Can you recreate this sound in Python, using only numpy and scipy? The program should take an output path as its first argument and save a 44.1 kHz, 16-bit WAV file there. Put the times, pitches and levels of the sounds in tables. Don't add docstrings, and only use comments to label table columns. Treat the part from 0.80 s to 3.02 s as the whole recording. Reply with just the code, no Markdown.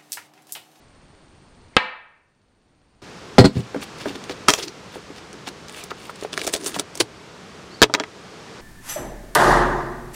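import sys
import numpy as np
from scipy import signal
from scipy.fft import irfft
from scipy.io import wavfile
from scipy.ndimage import uniform_filter1d

SR = 44100
rng = np.random.default_rng(int(sys.argv[2]) if len(sys.argv) > 2 else 0)


def how_loud(loudness_db):
    steps = np.asarray(loudness_db, float) / 20
    return 10 ** steps


def wav_record(signal):
    frames = np.transpose(np.atleast_2d(signal))
    bounded = np.clip(frames, -1, 1)
    quanta = np.round(bounded * 32767).astype(np.int16)
    wavfile.write(sys.argv[1], SR, quanta)


N = 97857

HIT_S, HIT_DB = 0.96657, 11.5
BUILD_UP_S = 0.0094


def evened(x):
    return x / np.sqrt(np.mean(x ** 2) + 1e-20)


def read(points, hz):
    f, value = np.transpose(points)
    return np.interp(np.log(hz + 1), np.log(f + 1), value)


def spikes(times, sizes, blur=0.):
    hz = np.fft.rfftfreq(N, 1 / SR)
    blur = blur * np.ones(len(times))
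    spectrum = sum(size * np.exp(-2j * np.pi * hz * at - (np.pi * hz * width) ** 2)
                   for at, size, width in zip(times, sizes, blur))
    return irfft(spectrum, N)


def placed(sound, at):
    return signal.fftconvolve(at, sound)[:N]


def ring(hz, db, t60, t):
    return how_loud(db - 60 * t / t60) * np.sin(2 * np.pi * hz * t)


# f/Hz, level/dB, t60/s
BOARD_MODES = [(227.6, -14.5, 0.018), (548, -15, 0.013), (796.3, -22.5, 0.013), (1273, -8.5, 0.022),
               (1633, -12, 0.049), (2123, -17, .035), (2647, -13, 0.075), (3124, -6, 0.012),
               (3603, -10, .025), (4413, -15, 0.038), (5054, -18.5, 0.031)]


def clack():
    contact_s = 0.00023
    t = np.arange(8192) / SR
    push = t * np.exp(-t / (contact_s / 4))
    push = (push / push.sum())[:200]
    crack = np.convolve(ring(3130, 7, 0.0026, t), push)[:8192]
    board = np.convolve(sum(ring(*mode, t) for mode in BOARD_MODES), push)[:8192]
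    return how_loud(HIT_DB) * crack, how_loud(HIT_DB) * board


BOUNCE_DELAYS = [.0007, .0014, .0023, .0038, .0063, .0080, .0102, .0119, .0130]
# level/dB, signed share of crack/1, share of board ring/1, dullness/s
BOUNCES = [
    (-6.5, -.9, 0.2, 0.000036),
    (-6.5, -0.14, .05, .00005),
    (-8, .9, 0.4, .0001),
    (-1.5, .9, 0.9, .00012),
    (0.5, .9, 0, 0.0000067),
    (-8, -0.3, .2, 0.000017),
    (-8, .9, 0, .00005),
    (-6.5, 0.22, 0.1, .0001),
    (-6.5, .9, .2, .0001),
]


def direct_and_bounces():
    crack, board = clack()
    db, crack_share, board_share, blur = np.transpose(BOUNCES)
    at = HIT_S + np.array(BOUNCE_DELAYS)
    out = placed(crack + board, spikes([HIT_S], [1]))
    out = out + placed(crack, spikes(at, how_loud(db) * crack_share, blur))
    out = out + placed(board, spikes(at, how_loud(db) * board_share, blur))
    out = signal.sosfilt(signal.butter(2, 190, "high", fs=SR, output="sos"), out)
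    return signal.sosfilt(signal.butter(6, 4600, fs=SR, output="sos"), out)


# f/Hz, t60/s
ROOM_DECAY = [(100, 0.29), (220, 0.32), (500, 0.59), (1000, 0.66), (2000, 0.68), (3500, 0.5), (6000, .33),
              (9000, .3)]
# f/Hz, level/dB
ROOM_COLOUR = [(80, -19.5), (200, -10.5), (400, -14), (700, -6), (1800, -6), (4200, -12.5), (5500, -28),
               (9000, -39)]


def diffuse_tail():
    taps = np.zeros(SR)
    at = np.arange(0, SR - 12, 12)
    taps[at + rng.integers(0, 12, len(at))] = rng.choice([-1., 1.], len(at))
    hz, t, z = signal.stft(taps, SR, nperseg=256)
    decay_db = read(ROOM_COLOUR, hz)[:, None] - 60 * t / read(ROOM_DECAY, hz)[:, None]
    tail = signal.istft(z * how_loud(decay_db), SR, nperseg=256)[1]
    t = np.arange(len(tail)) / SR
    tail = tail * np.clip(t / BUILD_UP_S, 0, 1)
    return how_loud(23.5) * tail / np.linalg.norm(tail)


# f/Hz, level/dB, t60/s
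ROOM_MODES = [(216, -28, 0.25), (510, -30, 0.44), (858, -29, .5), (991, -26.5, .5), (1260, -27.5, .55),
              (1610, -27.5, .5), (1810, -25, .6), (2060, -27.5, .5), (2300, -26, 0.57), (2600, -31, 0.61),
              (2850, -33, 0.46), (2918, -33, .4)]


def standing_waves():
    t = np.arange(SR) / SR
    modes = np.zeros(SR)
    for hz, db, t60 in ROOM_MODES:
        for detune in (1, rng.uniform(1.005, 1.02)):
            modes = modes + ring(hz * detune, db, t60, t) * rng.choice([-1, 1])
    return how_loud(HIT_DB) * modes * np.clip(t / BUILD_UP_S, 0, 1)


def stone():
    tail = diffuse_tail()[:SR] + standing_waves()
    tail_delay_s = 0.0052
    return direct_and_bounces() + placed(tail, spikes([HIT_S + tail_delay_s], [1]))


def touch():
    start_s, length_s, centre_hz = 0.928, 0.03, 2000
    t = np.arange(3000) / SR
    band = signal.butter(2, [centre_hz * .9, centre_hz * 1.1], "band", fs=SR, output="sos")
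    rub = evened(signal.sosfilt(band, rng.standard_normal(3000)))
    rub = how_loud(-55) * rub * np.sin(np.pi * np.clip(t / length_s, 0, 1))
    return placed(rub, spikes([start_s], [1]))


# f/Hz, rms level/dB, throb share/1
WHINES = [(8909, -70, .99), (7865, -82, .1)]


def electronics():
    cycle_hz, first_tick_s = 15., 0.0170
    dip_s, dip_db, sag_s, sag_db = 0.0135, -7.5, 0.019, -2
    t = np.arange(N) / SR
    left = (first_tick_s + 1 / 1000 - t) % (1 / cycle_hz)
    throb_db = np.where(left < dip_s, dip_db, sag_db * (left < dip_s + sag_s))
    throb_db = uniform_filter1d(throb_db, size=60)
    tones = np.zeros(N)
    for hz, db, share in WHINES:
        level = np.sqrt(2) * how_loud(db + share * throb_db)
        tones = tones + level * np.sin(2 * np.pi * (hz * t + rng.random()))
    times = np.arange(first_tick_s, N / SR, 1 / cycle_hz)
    tick_width_hz = 2500
    tick = ring(4500, -41, 2.2 / tick_width_hz, t[:200])
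    sizes = how_loud(2.5 * rng.standard_normal(len(times)))
    return tones + np.convolve(spikes(times, sizes), tick)[:N]


# f/Hz, level/dB per Hz
HISS = [(12, -33), (20, -2), (234, -9), (753, -17.5), (970, -17.5), (1160, -20), (4230, -29.5),
        (7390, -35.5), (8600, -42), (11200, -66), (18900, -120)]


def hiss():
    patchy_db, swell_db = 0.47, -0.7
    frames, hz = N // 256 + 5, np.fft.rfftfreq(1024, 1 / SR)
    a, b, patches = rng.standard_normal((frames, 513, 3)).T
    patches = uniform_filter1d(uniform_filter1d(patches, size=10, axis=0), size=10, axis=1)
    swell = evened(uniform_filter1d(rng.standard_normal(frames), size=6))
    capsule_db = 3.5 * np.exp(-((hz - 4450) / 340) ** 2)
    level_db = (read(HISS, hz) + capsule_db)[:, None] + patchy_db * evened(patches)
    level_db = level_db + swell_db * swell / (1 + hz[:, None] / 300)
    noise = signal.istft((a + 1j * b) * how_loud(level_db), nperseg=1024, noverlap=768)[1][:N]
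    return how_loud(-51.5) * evened(noise)


def scene():
    return (stone() + touch() + electronics() + hiss())[None]


def gain_control(x):
    threshold_db, share, lag_s, recover_db_per_s = -20, 0.72, 0.011, 8.5
    t = np.arange(N) / SR
    peak_db = 10 * np.log10(abs(uniform_filter1d(x ** 2, size=100)) + 1e-12)
    fall = t * recover_db_per_s / share
    held_db = np.maximum.accumulate(peak_db + fall) - fall
    over_db = np.maximum(held_db - threshold_db, 0)
    r = np.exp(-1 / (lag_s * SR))
    return x / how_loud(share * signal.lfilter([1 - r], [1, -r], over_db))


def thinned_treble(x):
    from_hz, below_db = 7950, -97
    hz, _, z = signal.stft(x, SR, nperseg=512)
    power = uniform_filter1d(uniform_filter1d(abs(z) ** 2, size=3, axis=0), size=5, axis=1)
    local_db = 10 * np.log10(abs(power) + 1e-20)
    thin = (hz[:, None] > from_hz) * (1 - np.tanh((local_db - below_db) / 2)) / 2
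    return signal.istft(z * (1 - thin), SR, nperseg=512)[1][:N]


def mirror_image(x):
    fold = np.cos(2 * np.pi * 22050 * np.arange(N) / SR)
    band = signal.firwin(255, [12900 - 500, 12900 + 400], pass_zero=False, fs=SR)
    return how_loud(-26) * signal.oaconvolve(x * fold, band, "same")


def low_pass(x):
    return signal.sosfilt(signal.butter(12, 16000, fs=SR, output="sos"), x)


def record(dry):
    ceiling = 0.975
    x = np.clip(gain_control(dry[0]), -ceiling, ceiling)
    x = signal.oaconvolve(x, signal.firwin(511, 9450, window=("kaiser", 9), fs=SR), "same")
    x = thinned_treble(x)
    x = x + mirror_image(x) + how_loud(-97) * rng.standard_normal(N)
    return low_pass(np.clip(x, -1, 1)[None])


dry = scene()
out = record(dry)
wav_record(out)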